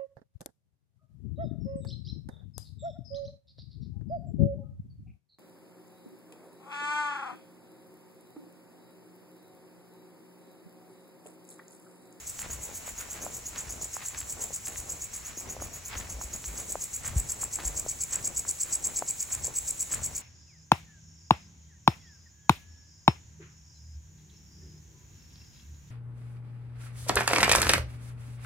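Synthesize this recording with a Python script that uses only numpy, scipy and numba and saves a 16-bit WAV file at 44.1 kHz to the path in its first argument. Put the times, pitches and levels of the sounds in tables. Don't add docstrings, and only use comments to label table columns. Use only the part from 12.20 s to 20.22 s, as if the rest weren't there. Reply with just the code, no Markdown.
import sys
import numpy as np
from scipy import signal
from scipy.fft import rfft, irfft
from scipy.io import wavfile
from scipy.ndimage import uniform_filter1d
from numba import njit

SR = 44100
rng = np.random.default_rng(int(sys.argv[2]) if len(sys.argv) > 2 else 0)


def gain_from_db(level_db):
    decades = np.asarray(level_db, float) / 20
    return 10 ** decades


def output_pcm(signal):
    pcm = np.clip(np.atleast_2d(signal).T, -1, 1) * 32767
    wavfile.write(sys.argv[1], SR, np.round(pcm).astype(np.int16))


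N = 353505
TIME = np.arange(N) / SR


def rms_one(x):
    return x / np.sqrt(np.mean(x ** 2) + 1e-20)


def at_hz(points, hz):
    table_hz, table_db = np.transpose(points)
    return np.interp(np.log(hz), np.log(table_hz), table_db)


def drift(rate):
    r = np.exp(-80 * np.pi * rate / SR)
    draws = rng.standard_normal(N // 40 + 2002)
    slow = signal.lfilter([1], [1, -2 * r, r * r], draws)[2000:]
    return np.interp(np.arange(N) / 40, np.arange(len(slow)), rms_one(slow))


def noise_pair():
    return rng.standard_normal((2, N))


def grains(per_s, spread_db):
    spread = spread_db * np.minimum(rng.exponential(1, (2, N)), 5)
    size = gain_from_db(spread) * rng.standard_normal((2, N))
    struck = rng.random(N) < per_s / SR
    return rms_one(size * struck + 1e-9)


# frequency in Hz, left-right likeness from 0 to 1.
PORT_LIKENESS = [(60, .88), (250, .7), (700, .7), (2300, .45), (4000, .5), (6500, .75), (8500, .95),
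                 (15000, .97)]


def colour(pair, spectrum, sharing=1):
    hz = np.fft.rfftfreq(N, 1 / SR) + 1
    lowest, highest = spectrum[0][0], spectrum[-1][0]
    skirt = np.clip(hz / lowest, 0, 1) ** 3 * np.clip(highest / hz, 0, 1) ** 3
    alike = np.clip(sharing * at_hz(PORT_LIKENESS, hz), 0, 1)
    mid, side = rfft(pair) * gain_from_db(at_hz(spectrum, hz)) * skirt
    return rms_one(irfft(np.sqrt(1 + alike) * mid + np.sqrt(1 - alike) * side * [[1], [-1]], N))


@njit
def resonate(x, turn, r):
    y = np.zeros(len(x))
    for i in range(2, len(x)):
        drive = (1 - r * r) / 2 * (x[i] - x[i - 2])
        y[i] = drive + 2 * r * np.cos(turn[i]) * y[i - 1] - r * r * y[i - 2]
    return y


def mode(x, hz, width_hz):
    return resonate(x, 2 * np.pi * hz / SR * np.ones(N), np.exp(-np.pi * width_hz / SR))


def double_mode(x, hz, width_hz):
    return mode(mode(x, hz, width_hz), hz, width_hz)


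# time in seconds, chirp level in dB,
# facing as a lift of the high wing modes in dB, lateness in ms.
APPROACH = [(0.0, -35, 5, 1), (0.45, -41, 2, 0), (1.25, -40, -2.5, -5), (1.45, -36, -4.5, -5.5),
            (2.0, -34.5, 1, -3), (2.25, -33, 3, -5.5), (2.95, -36.5, -1.5, -0.5), (3.1, -45.5, -7.5, -1),
            (3.7, -47, -3.5, -0.5), (3.9, -40.5, -4.5, 2), (4.15, -37.5, -4.5, 0), (4.45, -33.5, 1.5, 5.5),
            (5.0, -32, 4, 7.5), (5.702, -30, 0, 5), (6.55, -28, 0.5, 5), (6.95, -30, -1, 3.5),
            (7.7, -29, 4, 4), (8.0, -32, 0, -1)]
# time in ms, level in dB, gap in ms, second stroke in dB, facing in dB.
CHIRP_CHANCE = (1.2, .25, 1.0, .8, 1.0)
FIRST_CHIRP_S, CHIRP_EVERY_S, CHIRP_COUNT = 0.0795, 0.11948, 67


def chirps():
    beat_s = FIRST_CHIRP_S + CHIRP_EVERY_S * np.arange(CHIRP_COUNT)
    at_s, *place = np.transpose(APPROACH)
    level_db, facing_db, late_ms = [np.interp(beat_s, at_s, column) for column in place]
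    gap_ms = 17.8 - 0.14 * (level_db + 39)
    second_db = 1 + 0.42 * facing_db
    rows = np.transpose([late_ms, level_db, gap_ms, second_db, facing_db])
    rows = rows + CHIRP_CHANCE * rng.standard_normal((CHIRP_COUNT, 5))
    return np.column_stack([beat_s + rows[:, 0] / 1000, rows[:, 1:]])


# time from the top in ms, tooth force in dB, wing pitch in Hz.
FIRST_STROKE = [
    (-37, -65, 6900),
    (-30.5, -18, 5800),
    (-38, -17, 4800),
    (-21, -26.5, 5900),
    (-15, -9, 6280),
    (-6, -3, 6744),
    (1.5, -4, 6700),
    (3.5, -10.5, 13000),
    (9, -8.5, 3600),
]
SECOND_STROKE = [
    (-9, -27, 6300),
    (-2.5, -3, 6900),
    (1.5, -0.5, 7675),
    (2.5, -5.5, 7900),
    (2, -28, 7700),
    (15, -33, 22000),
]
# share of the wing pitch, width in Hz, level in dB,
# extra dB per dB of nearness.
BENDING_MODES = [(1.0, 450, 2.5, 0.05), (1.12, 800, -5, .1), (1.27, 1000, -14, -.3), (.7, 700, -19, .4),
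                 (.84, 800, -14, .3)]
# frequency in Hz, width in Hz, level in dB, extra dB per dB of nearness.
STAYING_MODES = [(7605, 700, -8.5, 1.43), (10940, 1800, -16.5, -.5), (12600, 2150, -17, -0.5),
                 (15300, 2200, -16, -.5)]
# frequency in Hz, width in Hz, level in dB, extra dB per dB of nearness.
WING_MIRROR = (8098, 600, -7.5, .5)
TEETH_PER_S = 5000
EVENNESS = 0.9


def katydid(song_rows, echo_db):
    force, pitch = np.zeros(N), np.full(N, 5800.)
    high_db, near_db = np.zeros(N), np.zeros(N)
    for s, level_db, gap_ms, second_db, facing_db in song_rows:
        first = (FIRST_STROKE, s, level_db)
        second = (SECOND_STROKE, s + gap_ms / 1000, level_db + second_db)
        for stroke, top_s, db in (first, second):
            ms, force_db, hz = np.transpose(stroke)
            span = slice(max(round((top_s + ms[0] / 1000) * SR), 0), round((top_s + ms[-1] / 1000) * SR))
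            now_ms = (TIME[span] - top_s) * 1000
            force[span] = np.maximum(force[span], gain_from_db(db + np.interp(now_ms, ms, force_db)))
            pitch[span] = np.interp(now_ms, ms, hz)
            high_db[span] = 0.5 * facing_db
            near_db[span] = level_db + 37.5
    force = uniform_filter1d(force, size=60)
    pitch = uniform_filter1d(pitch, size=200)

    modes = []
    for share, width, db, slope in BENDING_MODES:
        modes.append((share * pitch, width, db + np.sign(share - 1.07) * high_db, slope))
    for hz, width, db, slope in STAYING_MODES:
        beaming_db = 0.81 * (hz > 9000) * high_db
        modes.append((hz, width, db + beaming_db, slope))
    song = np.zeros(N)
    for hz, width, db, slope in modes:
        teeth = grains(TEETH_PER_S, spread_db=-1.14)[0]
        ringing = double_mode(teeth, hz, width)
        swing = uniform_filter1d(ringing ** 2, size=400) / np.mean(ringing ** 2) + 0.15
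        song += ringing * swing ** (-EVENNESS / 2) * force * gain_from_db(db + slope * near_db + 16.0)

    hz, width, db, slope = WING_MIRROR
    touch = np.abs(force / gain_from_db(near_db - 30.5)) ** 0.28
    touch = touch * gain_from_db(db + (1 + slope) * near_db + high_db - 24.0)
    song += double_mode(grains(TEETH_PER_S, spread_db=-2.0)[0], hz, width) * touch

    leaves = rng.standard_normal((2, 4, SR // 4)) * gain_from_db(-60 * TIME[:SR // 4] / 0.13)
    leaves = leaves / np.sqrt(np.sum(leaves[0, 0] ** 2))
    place = np.searchsorted(song_rows[:, 0] + 0.05, TIME) % 4
    parts = song * (place == np.arange(4)[:, None])
    echoes = signal.oaconvolve(parts[None], leaves, axes=2).sum(axis=1)[:, :N]
    mid, side = echoes * gain_from_db(echo_db)
    return song * gain_from_db([[1.1], [-1.1]]) + mid + 0.2 * side * [[1], [-1]]


def swells(events, shapes):
    powers = np.zeros((3, N))
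    for s, *levels in events:
        span = slice(max(round((s - 0.5) * SR), 0), round((s + 1) * SR))
        for power, db, (delay_s, rise_s, fall_s) in zip(powers, levels, shapes):
            t = TIME[span] - s - delay_s
            envelope = np.exp(2 * np.minimum(t / max(rise_s, 0.005), -t / max(fall_s, 0.005)))
            power[span] += gain_from_db(2 * db) * envelope
    return powers


# time in seconds, grass crunch in dB, soil scuff in dB, ground rumble in dB.
STEPS = [(0.23, -44, -51, -47.5), (0.8, -46, -54.5, -62), (0.96, -45, -49, -50.5), (1.365, -44, -53, -50),
         (1.94, -47, -60, -48.5), (2.49, -49.5, -51.5, -51), (2.94, -53.5, -71, -56),
         (3.73, -39.5, -48.5, -45), (4.29, -52.5, -56, -50), (4.85, -45, -52.5, -43),
         (5.4, -46.5, -46, -46), (5.93, -45.5, -52.5, -47.5), (6.47, -50, -53, -55),
         (7.11, -48.5, -61.5, -46), (7.73, -45.5, -49.5, -43.5)]
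# time in seconds, grass crunch, soil scuff and ground rumble in dB.
DRAGS = [(0.5, -55, -50.5, -58), (0.68, -46, -53.5, -71), (1.06, -73, -47.5, -60), (1.6, -64, -49, -49),
         (1.83, -46.5, -71, -76), (2.22, -54, -46, -56), (2.72, -66, -48.5, -51), (3.1, -49, -63, -52),
         (3.29, -52, -48, -48), (3.44, -53, -45.5, -42), (3.58, -53, -60, -67), (4.01, -69, -52.5, -56),
         (4.15, -52, -52, -46), (4.4, -51.5, -50, -57), (4.55, -72, -49.5, -49), (5.0, -53, -51, -48),
         (5.11, -53, -53, -59), (5.24, -52, -51.5, -50), (5.53, -52.5, -59, -60), (5.66, -72, -69, -46),
         (6.1, -79, -51.5, -50), (6.28, -81, -55, -52), (6.7, -51.5, -48, -50), (6.83, -69, -52.5, -71),
         (7.29, -66, -46.5, -54), (7.5, -70, -56.5, -52.5), (7.93, -74, -74, -54)]
# delay, rise and fall in seconds.
STEP_SHAPE = [(0, 0.025, 0.096), (.0, 0.027, 0.24), (0.069, 0.1, 0.17)]
# delay, rise and fall in seconds.
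DRAG_SHAPE = [(0, 0.05, 0.037), (0, 0.087, 0.054), (0, .07, .06)]
# crunch, scuff and rumble in dB.
BETWEEN_STEPS_DB = (-63, -64, -56)
# frequency in Hz, level in dB per Hz.
CRUNCH_TONE = [(700, -3), (1200, 4.5), (2000, 5), (3200, -1), (5000, -5.5), (9000, -32.5), (15000, -14)]
# frequency in Hz, level in dB per Hz.
SCUFF_TONE = [(150, 2), (300, 2), (650, 0.5), (1000, -3), (1600, -14)]
# frequency in Hz, level in dB per Hz.
RUMBLE_TONE = [(15, -42), (25, -6), (43, -10), (59, 0), (129, -8.5), (250, -21), (320, -45), (550, -120)]


def walking():
    power = swells(STEPS, STEP_SHAPE) + swells(DRAGS, DRAG_SHAPE)
    power = power + gain_from_db(2 * np.array(BETWEEN_STEPS_DB))[:, None]
    crunch_gain, scuff_gain, rumble_gain = np.sqrt(power)
    rumble_clumps, scuff_clumps, crunch_clumps = [gain_from_db(1.2 * drift(rate)) for rate in (10, 25, 30)]
    rumble = rumble_gain * rumble_clumps * colour(noise_pair(), RUMBLE_TONE)
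    scuff = scuff_gain * scuff_clumps * colour(grains(1500, spread_db=2.0), SCUFF_TONE)
    crunch = crunch_gain * crunch_clumps * colour(grains(2000, spread_db=0.5), CRUNCH_TONE)
    return rumble + scuff + crunch


# time in seconds, peak in dB.
STEM_SNAPS = [(0.192, -33), (0.9797, -56), (1.3557, -42), (1.3604, -34), (1.9473, -41), (2.0146, -35),
              (2.0298, -41), (2.4722, -35), (3.7377, -56), (4.242, -36), (5.403, -34.5), (5.936, -36),
              (7.7404, -36)]


def snaps():
    clicks = np.zeros(N)
    for s, db in STEM_SNAPS:
        clicks[round(s * SR)] = gain_from_db(db + 16)
    return mode(clicks, 3400, 3700) + gain_from_db(7.5) * mode(clicks, 1500, 1800)


def glide(s, peak_db, hz, rise_s, fall):
    t = np.clip(TIME - s, 0, 12 * rise_s) / rise_s
    phase = 2 * np.pi * hz * rise_s * (t + fall * (1 - np.exp(-t)))
    return gain_from_db(peak_db) * t * np.exp(1 - t) * np.sin(phase) * (t < 12)


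# time in seconds, peak in dB, frequency in Hz, left-right balance in dB.
TWIG_POPS = [(0.49, -38, 440, -4), (0.678, -30, 665, -3), (1.065, -24, 700, 1), (1.656, -38, 440, -3),
             (1.767, -24, 940, -7.5), (1.947, -24, 2000, 2), (2.306, -33, 566, 4), (2.474, -37, 2580, -3.5),
             (2.488, -41, 298, 0), (2.559, -28.5, 2000, 7), (3.173, -36.5, 325, 3), (3.366, -28, 574, -3),
             (3.401, -31, 1200, -1.0), (3.422, -25.5, 590, -6), (3.995, -50.5, 880, 0.5),
             (4.013, -29.5, 950, -13), (4.501, -39, 370, 1), (4.555, -18.5, 655, -1),
             (5.233, -27.5, 960, -8), (5.388, -27.5, 940, 2.0), (5.626, -44, 694, 2.5),
             (5.663, -26, 550, 2), (5.934, -43, 2420, 7), (6.251, -30, 1160, 0.5), (6.823, -18, 714, 1.5),
             (7.281, -30, 553, -2), (7.739, -24, 1480, 2), (7.792, -32, 902, -1), (7.913, -38, 590, 2)]
# time in seconds, peak in dB, frequency in Hz,
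# rise in ms, downward glide as a share of the frequency.
HEEL_THUDS = [(0.331, -39, 60.6, 14, 0.13), (1.469, -42, 53.7, 22, .1), (2.59, -37, 52.5, 10, 0.17),
              (3.45, -37, 57.7, 12, 0.09), (3.763, -32, 64, 8.3, 0.17), (3.934, -34.5, 56.7, 23, .1),
              (4.045, -34.5, 58, 10.4, 0.091), (4.271, -34.5, 53, 19, 0.083), (4.961, -17, 47, 10.7, 1.6),
              (5.45, -30.5, 49, 18, 0.13), (7.75, -37, 55, 12, 0.18)]


def knocks():
    out = np.zeros((2, N))
    for s, db, hz, pan_db in TWIG_POPS:
        pop = glide(s, db - 2.0, 0.85 * hz, 0.44 / hz, 0.99)
        out += pop * gain_from_db([[pan_db / 2], [-pan_db / 2]])
    for s, db, hz, rise_ms, fall in HEEL_THUDS:
        out += glide(s, db, hz, rise_ms / 1000, fall)
    return out


# frequency in Hz, level in dB per Hz.
FAR_HISS_TONE = [(4000, -8), (5600, -25), (6500, 4), (7500, 6), (8500, -2.5), (9600, 0.5), (11000, -10),
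                 (13000, -9), (15500, -7.5)]
# frequency in Hz, width in Hz, pulses per second, level in dB,
# loudest time in seconds, duration in seconds.
FAINT_CRICKETS = [
    (2290, 320, 8.4, -54.5, 7.2, 2.9),
]


def far_insects(hiss_db):
    out = gain_from_db(hiss_db + 1.0 + 1.65 * drift(9.9)) * colour(noise_pair(), FAR_HISS_TONE)
    for hz, width, per_s, db, at_s, lasting_s in FAINT_CRICKETS:
        pulses = (0.5 + 0.5 * np.cos(2 * np.pi * per_s * TIME)) ** 2
        presence = np.exp(-0.5 * ((TIME - at_s) / lasting_s) ** 2)
        tone = np.array([rms_one(double_mode(noise, hz, width)) for noise in noise_pair()])
        out += gain_from_db(db) * pulses * presence * tone
    return out


# frequency in Hz, level in dB per Hz.
NIGHT_TONE = [(24, -49), (40, -64), (80, -1.5), (446, -8.5), (1600, -11), (2290, -7.5), (3410, -16),
              (5400, -12), (6000, -3), (7800, -76), (13200, -120)]


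def night_air():
    return gain_from_db(-52) * colour(noise_pair(), NIGHT_TONE, sharing=0.38)


def scene():
    at_s, level_db = np.transpose(APPROACH)[:2]
    near_db = np.interp(TIME, at_s, level_db) + 34
    singer = katydid(chirps(), echo_db=-3 - 1.07 * near_db)
    chorus = far_insects(hiss_db=-47 + 0.3 * near_db)
    return singer + walking() + snaps() + knocks() + chorus + night_air()


# frequency in Hz, dB under the stronger.
STEREO_BAR = [(2600, -8), (5000, -7), (5800, -19), (7600, -19), (8400, -6), (11000, -5), (13000, -3.5),
              (16000, -3)]


def joint_stereo(x):
    both = np.pad([x[0] + x[1], x[0] - x[1]], ((0, 0), (144, 0)))
    hz, _, lines = signal.stft(both, SR, "cosine", 2048, 1024)
    line_power = np.abs(lines) ** 2
    band_power = np.add.reduceat(line_power, np.arange(0, len(hz), 16), axis=1) / 16
    power = band_power[:, np.arange(len(hz)) // 16]
    frames = power.shape[2]
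    band_hz = hz // 344.5 * 344.5 + 172
    bar_db = at_hz(STEREO_BAR, band_hz)[:, None] + rng.normal(0, 2.2, frames)
    bar_db = bar_db - 30 * (rng.random(frames) < 0.05)
    keep = power > gain_from_db(2 * bar_db) * power[::-1]
    keep = keep & (line_power > gain_from_db(2 * -7) * power.max(axis=0))
    keep = (keep | (hz < 1400)[:, None]) & (hz < 15830)[:, None]
    mid, side = signal.istft(lines * keep, SR, "cosine", 2048, 1024)[1][:, 144:N + 144]
    return np.array([mid + side, mid - side]) / 2


# frequency in Hz, radians by which left leads.
PORT_PHASE = [(100, 0), (4800, .5), (6200, -.9), (7000, -.3), (7300, -.5), (9080, -np.pi),
              (11150, -2 * np.pi), (13150, -3 * np.pi), (15300, -4 * np.pi), (19600, -6 * np.pi)]
# frequency in Hz, left-right balance in dB.
PORT_BALANCE = [(80, 1), (300, 2.5), (700, 4), (1300, -1.8), (3000, 2), (9000, -1.5)]


def top_cut(x):
    return signal.sosfilt(signal.butter(12, 16470, fs=SR, output="sos"), x)


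def record(dry):
    hz = np.fft.rfftfreq(N, 1 / SR) + 1
    lead = np.interp(hz, *np.transpose(PORT_PHASE))
    tilt = gain_from_db(at_hz(PORT_BALANCE, hz) / 2 * [[1], [-1]])
    ports = irfft(rfft(dry) * tilt * np.exp(0.5j * lead * [[1], [-1]]), N)
    mix = joint_stereo(ports)
    return top_cut(mix)


dry = scene()
out = record(dry)
output_pcm(out)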